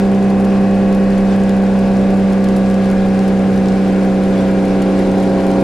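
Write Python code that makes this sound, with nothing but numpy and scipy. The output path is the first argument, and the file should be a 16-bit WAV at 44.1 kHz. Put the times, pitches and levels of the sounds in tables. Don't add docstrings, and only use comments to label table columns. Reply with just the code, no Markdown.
import sys
import numpy as np
from scipy import signal
from scipy.io import wavfile
from scipy.ndimage import uniform_filter1d

SR = 44100
rng = np.random.default_rng(int(sys.argv[2]) if len(sys.argv) > 2 else 0)


def voltage_ratio(decibels):
    exponent = np.asarray(decibels, float) / 20
    return 10 ** exponent


def to_wav(sig):
    pcm = np.clip(np.atleast_2d(sig), -1, 1) * 32767
    pcm = np.round(pcm).astype(np.int16)
    wavfile.write(sys.argv[1], SR, pcm.T)


N = 248283

# order [per crank turn], light_load_db, heavy_load_db
CRANK_ORDERS = [(1, -38, -40), (2, -40, -39), (3, -32, -35), (4, -36, -35), (5, -40, -42), (7, -31, -35),
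                (8, -33, -30), (9, -30, -23.5), (10, -33, -30.5), (11, -36.5, -28), (12, -28, -28),
                (13, -37, -31), (14, -35, -35), (15, -31, -31), (16, -28, -29), (17, -30, -25),
                (18, -34, -36), (19, -46, -40), (20, -41, -40), (21, -34, -30.5), (22, -41, -50),
                (23, -34, -40), (24, -37, -33), (25, -47, -41), (26, -54, -42), (27, -45, -51),
                (28, -45, -55), (29, -53, -47), (30, -54, -43)]
# order [per crank turn], light_load_db, heavy_load_db
GEAR_ORDERS = [(24.5, -41, -47), (33.2, -57.5, -47), (34, -51, -55), (36, -48, -50), (42, -52, -54),
               (43, -52, -49), (44.5, -57.5, -47), (46, -49, -50), (49.9, -58, -53), (51, -49, -53),
               (52, -52, -51), (60, -55, -57.5), (78, -58, -56)]
# frequency_hz, density_db [dB per Hz]
HISS_SPECTRUM = [(400, -39.5), (900, -1), (1120, -1.5), (1260, -9), (1430, -2.5), (1700, -6.5), (2230, -8),
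                 (2910, -12), (5040, -17), (6030, -21), (9610, -23.5), (11500, -31.5), (13500, -41.5),
                 (15700, -49)]
# frequency_hz, left_minus_right_db
PORT_BALANCE = [(60, -4), (130, -2), (290, -0.5), (640, -1), (1410, 2.5), (3100, 1.0), (6820, 0.0),
                (15000, 0.5)]
# frequency_hz, lead [radians]
PORT_LEAD = [(30, .45), (200, 0.22), (400, 0.38), (800, 0.042), (1500, 0.3), (4000, 0)]
CYLINDERS = 6
THIN = 6


def evened(x):
    return x / np.sqrt(np.mean(x ** 2) + 1e-20)


def read(points, hz):
    f, value = np.transpose(points)
    return np.interp(np.log(hz + 1), np.log(f + 1), value)


def drift(t, top_hz, count):
    hz = np.geomspace(top_hz / 20, top_hz, 16)[:, None]
    rows = []
    for chance in rng.random((count, 16, 2)):
        detuned_hz = hz * (1 + 0.2117 * chance[:, :1])
        sines = np.sin(2 * np.pi * (detuned_hz * t + chance[:, 1:]))
        rows.append(evened((sines / hz ** 0.38).sum(0)))
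    return np.array(rows)


def tone(phase, hz, gain, lean_db=0):
    side = np.array([[.5], [-.5]])
    balance = voltage_ratio(side * (read(PORT_BALANCE, hz) + lean_db))
    return np.sqrt(2) * gain * balance * np.cos(phase + side * read(PORT_LEAD, hz))


def noise(spectrum, size, patchy_db, flicker_db, flicker_s, level_db):
    # frequency_hz, coherence [-1 to 1]
    coherence = [(30, .95), (130, .98), (640, .96), (1000, .7), (2000, .7), (4500, .68), (6800, .4),
                 (9000, -.25), (15000, -.2)]
    hop = size // 4
    frames, hz = N // hop + 5, np.fft.rfftfreq(size, 1 / SR)
    a, b, c, d, patches = rng.standard_normal((frames, len(hz), 5)).T
    patches = uniform_filter1d(patches, size=size // 64, axis=0)
    patches = evened(uniform_filter1d(patches, size=8, axis=1))
    flicker = drift(np.arange(frames) * hop / SR, 1 / flicker_s, count=1)
    same = np.clip(read(coherence, hz), -1, 1)[:, None]
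    left = a + 1j * b
    right = same * left + np.sqrt(1 - same ** 2) * (c + 1j * d)
    z = np.array([left, right])
    side = np.array([.5, -.5])[:, None, None]
    z *= voltage_ratio(side * read(PORT_BALANCE, hz)[:, None]) * np.exp(1j * side * read(PORT_LEAD, hz)[:, None])
    z *= voltage_ratio(read(spectrum, hz)[:, None] + patchy_db * patches + flicker_db * flicker)
    sound = signal.istft(z, nperseg=size, noverlap=size - hop)[1][:, :N]
    return voltage_ratio(level_db) * evened(sound)


def suspension_rumble():
    # frequency_hz, density_db [dB per Hz]
    thumps = [(12, -14.5), (24, 14), (42, 9.5), (58, 6.5), (80, -28.5), (200, -120)]
    return noise(thumps, size=2048, patchy_db=1.0, flicker_db=2.5, flicker_s=.15, level_db=-36.5)


def body_roar():
    # frequency_hz, density_db [dB per Hz]
    body = [(15, -48.5), (28, -54), (45, -46), (75, -50), (125, -43), (165, -45.5), (210, -41.5),
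            (330, -43), (450, -45), (790, -46.5), (900, -59.5), (1150, -59), (1400, -93.5), (3000, -140)]
    return noise(body, size=4096, patchy_db=1.5, flicker_db=.8, flicker_s=.1, level_db=-26)


def wind_hiss(t):
    # peak_s, rise_db
    gusts = [
        (.02, 2),
        (1.33, 3),
        (2.83, 2),
        (4.4, 0.5),
        (4.75, 1),
    ]
    gust_s = 0.037
    gust_db = sum(db * np.exp(-((t - at) / gust_s) ** 2) for at, db in gusts)
    hiss = noise(HISS_SPECTRUM, size=512, patchy_db=1.0, flicker_db=0.5, flicker_s=0.038, level_db=-34)
    return voltage_ratio(gust_db) * hiss


def road_and_wind():
    t = np.arange(N) / SR
    rise_db_per_s = 0.46
    swell = voltage_ratio(rise_db_per_s * (t - t.mean()))
    return swell * (body_roar() + wind_hiss(t)) + suspension_rumble()


def mount_squeak(start_s, length_s, hz, db):
    u = (np.arange(N) / SR - start_s) / length_s
    swell = np.clip(np.sin(np.pi * np.clip(u, 0, 1)) * 2, 0, 1)
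    stutter = 1 - .5 * np.exp(-((u - .5) / .1) ** 2)
    return tone(2 * np.pi * hz * length_s * u, hz, voltage_ratio(db) * swell * stutter)


def ring(modes):
    t = np.arange(400) / SR
    x = 0
    for hz, width_hz, db in modes:
        x = x + voltage_ratio(db) * np.sin(2 * np.pi * hz * t) * np.exp(-np.pi * width_hz * t)
    return x / abs(x).max()


def burst(hz_lo, hz_hi, modes, fade_s, count):
    t = np.arange(500) / SR
    touches = rng.standard_normal((count, 2, 500)) * (rng.random((count, 1, 500)) < .3)
    touches *= np.exp(-t / fade_s) + voltage_ratio(-12) * np.exp(-t / .004)
    x = signal.oaconvolve(touches, ring(modes)[None, None], axes=2)
    x = signal.sosfilt(signal.butter(2, [hz_lo, hz_hi], "band", fs=SR, output="sos"), x)
    return x / abs(x).max(axis=2, keepdims=True)


def contacts():
    # start_s, peak_db, rebound_after_ms
    rattles = [(.2261, -34.5, 8.1), (.2999, -33.5, 4.6), (.4003, -35, 7.7), (.445, -32, 5.5),
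               (.9474, -33.5, 3.2), (1.1784, -32.5, 3.5), (1.7894, -33, 6.1), (2.3241, -32.5, 7.5),
               (2.4412, -31.5, 3.6), (2.5636, -29.5, 4.4), (2.7002, -32.5, 11.6), (2.901, -31.5, 13),
               (3.2792, -31.5, 5.8), (3.5335, -39, 9.2), (4.0331, -35.5, 15.5), (4.6524, -35.5, 3.5),
               (4.8203, -29, 5.4), (4.9913, -33.5, 6.5), (5.1795, -35.5, 4.5), (5.1989, -34.5, 3.9),
               (5.2271, -34, 7.7), (5.2936, -39, 5.2), (5.4031, -35.5, 6.1), (5.504, -33, 10.5),
               (5.6026, -34, 8.6)]
    # start_s, bright_peak_db, dull_relative_db
    taps = [(.0505, -45, 9), (.9275, -32, 2), (.9695, -38, 2.5), (1.0413, -37, 4), (1.1077, -33, -4),
            (1.3628, -34, -6), (1.4361, -34.5, 5.5), (1.4934, -29, 3), (1.5667, -31.5, -7), (1.638, -34, 1),
            (1.9689, -35.5, 5), (2.104, -34.5, 2), (2.4871, -31.5, 5), (2.5831, -32, 0), (2.7427, -32.5, 7),
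            (3.1441, -37.5, 1), (3.1918, -30.5, 4.5), (3.3265, -39.5, 1), (3.3936, -36, 2.5),
            (3.562, -34.5, -1.5), (3.577, -35, 8), (3.6581, -33, 7.5), (3.6849, -34, 8), (3.8787, -35, -1),
            (4.2367, -37, 6), (4.3891, -35, 4), (4.5131, -37.5, 4), (5.0717, -37, 5), (5.1162, -32.5, 0),
            (5.4672, -30, 3.5)]
    chance = rng.random((N, 3))
    vibration = drift(np.arange(0, N, 256) / SR, 60.0, count=1)[0]
    shake = voltage_ratio(4.0 * np.repeat(vibration, 256)[:N])
    at = np.flatnonzero(chance[:, 0] < 95 * shake / SR)
    faint = np.c_[at / SR, -51 + 13 * chance[at, 1] ** 3, 3 + 10 * (chance[at, 2] - .5)]
    first = [(s, db, 2.5) for s, db, _ in rattles]
    rebound = [(s + ms / 1000, db + 0.5, 1.5) for s, db, ms in rattles]
    return first + rebound + list(taps) + list(faint)


def trim():
    # frequency_hz, width_hz, level_db
    ring_modes = [(8300, 2500, -4.5), (10000, 1500, 15), (13500, 3300, -6.5)]
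    # frequency_hz, width_hz, level_db
    knock_modes = [(3760, 1400, -3), (5000, 1900, 5.5), (7000, 1300, -1)]
    touches = contacts()
    bright = burst(7000, 16000, ring_modes, .0007, count=40)
    dull = burst(2500, 8000, knock_modes, 0.00097, count=40)
    out = np.zeros((2, N + 1800))
    for k, (s, db, dull_db) in enumerate(touches):
        (a, b), (c, d) = bright[k % len(bright)], dull[k % len(dull)]
        shine = np.array([a, -.3 * a + .95 * b])
        knock = np.array([c, c + 0.31 * d])
        ports = shine + voltage_ratio(dull_db - 0.5) * knock
        pan_db = 2 - .45 * dull_db
        i = round(s * SR)
        out[:, i:i + len(a)] += voltage_ratio(db + 2.0 + np.array([[.5], [-.5]]) * pan_db) * ports
    return out[:, :N]


def valve_clatter(t, crank, crank_hz):
    taken = np.round([row[0] for row in CRANK_ORDERS + GEAR_ORDERS])
    orders = np.setdiff1d(np.arange(31, 90), taken)
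    out, coarse = 0, t[::64]
    waver = drift(coarse, 1.5, count=len(orders))
    chance = rng.random((len(orders), 3))
    for order, w, (a, b, c) in zip(orders, waver, chance):
        hz = order * crank_hz
        db = -52 + read(HISS_SPECTRUM, hz) + 4 * (a - .5) + 3.6 * w
        gain = np.interp(t, coarse, voltage_ratio(db))
        out = out + tone(order * crank + 2 * np.pi * b, hz, gain, lean_db=6 * (c - .5))
    return out


def panel_gain_db(hz):
    # centre_hz, width_hz, gain_db
    panels = [(321.5, 1, -3), (386, 2, -3.5), (447.1, .4, -9), (643, 6, -7), (673, 2.5, -5), (734.3, 1, -5),
              (775, 1.5, -13), (1105.5, 3, 8.5), (1152, 3, -12), (1161, 5, 4), (1381, 8, -14),
              (1640, 14, 6), (2534, 12, 11)]
    near = [row for row in panels if abs(hz.mean() - row[0]) < 60]
    return sum(db * np.exp(-.5 * ((hz - at) / width_hz) ** 2) for at, width_hz, db in near)


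def crank_orders(t, crank, crank_hz, load):
    orders = CRANK_ORDERS + GEAR_ORDERS
    coarse = t[::64]
    waver = drift(coarse, 5.0, count=len(orders))
    slip = drift(coarse, 2.7, count=len(orders))
    scatter = rng.uniform(-.5, 0, len(orders))
    out = 0
    for k, (order, light_db, heavy_db) in enumerate(orders):
        hz = order * crank_hz
        loose = 1 + .01 * order
        db = light_db + (heavy_db - light_db) * load
        db = db + 1.05 * loose * np.interp(t, coarse, waver[k]) + panel_gain_db(hz)
        away = order - CYLINDERS
        spread = 1.448 * away ** 2 - .38 * away + scatter[k]
        phase = order * crank + spread + .1 * loose * np.interp(t, coarse, slip[k])
        out = out + tone(phase, hz.mean(), voltage_ratio(db))
    return out


def firing_boom(t, crank, crank_hz, load):
    # peak_s, depth_db
    bumps = [
        (4.67, 3),
        (4.84, 1.5),
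        (5.05, 2.5),
        (5.41, 4),
    ]
    bump_s = 0.022
    choke_db = sum(db * np.exp(-((t - at) / bump_s) ** 2) for at, db in bumps)
    return tone(CYLINDERS * crank, CYLINDERS * crank_hz.mean(), voltage_ratio(-12.5 - 2 * load - choke_db))


def blower(crank, crank_hz, load):
    order = 12.3136
    gain = voltage_ratio(-30 + 1.9 * load ** 2)
    return tone(order * crank - 3.7, order * crank_hz.mean(), gain, lean_db=2.5)


def engine():
    # time_s, firing_hz, load [0-1.6]
    climb = [
        (0, 195.8, .1),
        (.8, 195.1, -.1),
        (1.6, 194.4, 0),
        (2.4, 193.7, .1),
        (3.2, 192.6, .25),
        (3.6, 192.25, .3),
        (4.0, 191.9, .55),
        (4.8, 191.4, .95),
        (5.63, 191.2, 1.6),
    ]
    t = np.arange(0, N + THIN, THIN) / SR
    s, *columns = np.transpose(climb)
    firing_hz, load = (np.interp(t, s, column) for column in columns)
    crank_hz = firing_hz / CYLINDERS
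    crank = 2 * np.pi * np.cumsum(crank_hz) * THIN / SR + .035
    out = firing_boom(t, crank, crank_hz, load) + blower(crank, crank_hz, load)
    out += crank_orders(t, crank, crank_hz, load)
    out += valve_clatter(t, crank, crank_hz.mean())
    return signal.resample_poly(out, THIN, 1, axis=1, window=("kaiser", 10), padtype="line")[:, :N]


def scene():
    background = road_and_wind()
    squeak = mount_squeak(start_s=4.368, length_s=.04, hz=3420, db=-44)
    return background + squeak + trim() + engine()


def low_pass(x):
    return signal.sosfilt(signal.butter(12, 15840, fs=SR, output="sos"), x)


def record(dry):
    return low_pass(dry)


dry = scene()
out = record(dry)
to_wav(out)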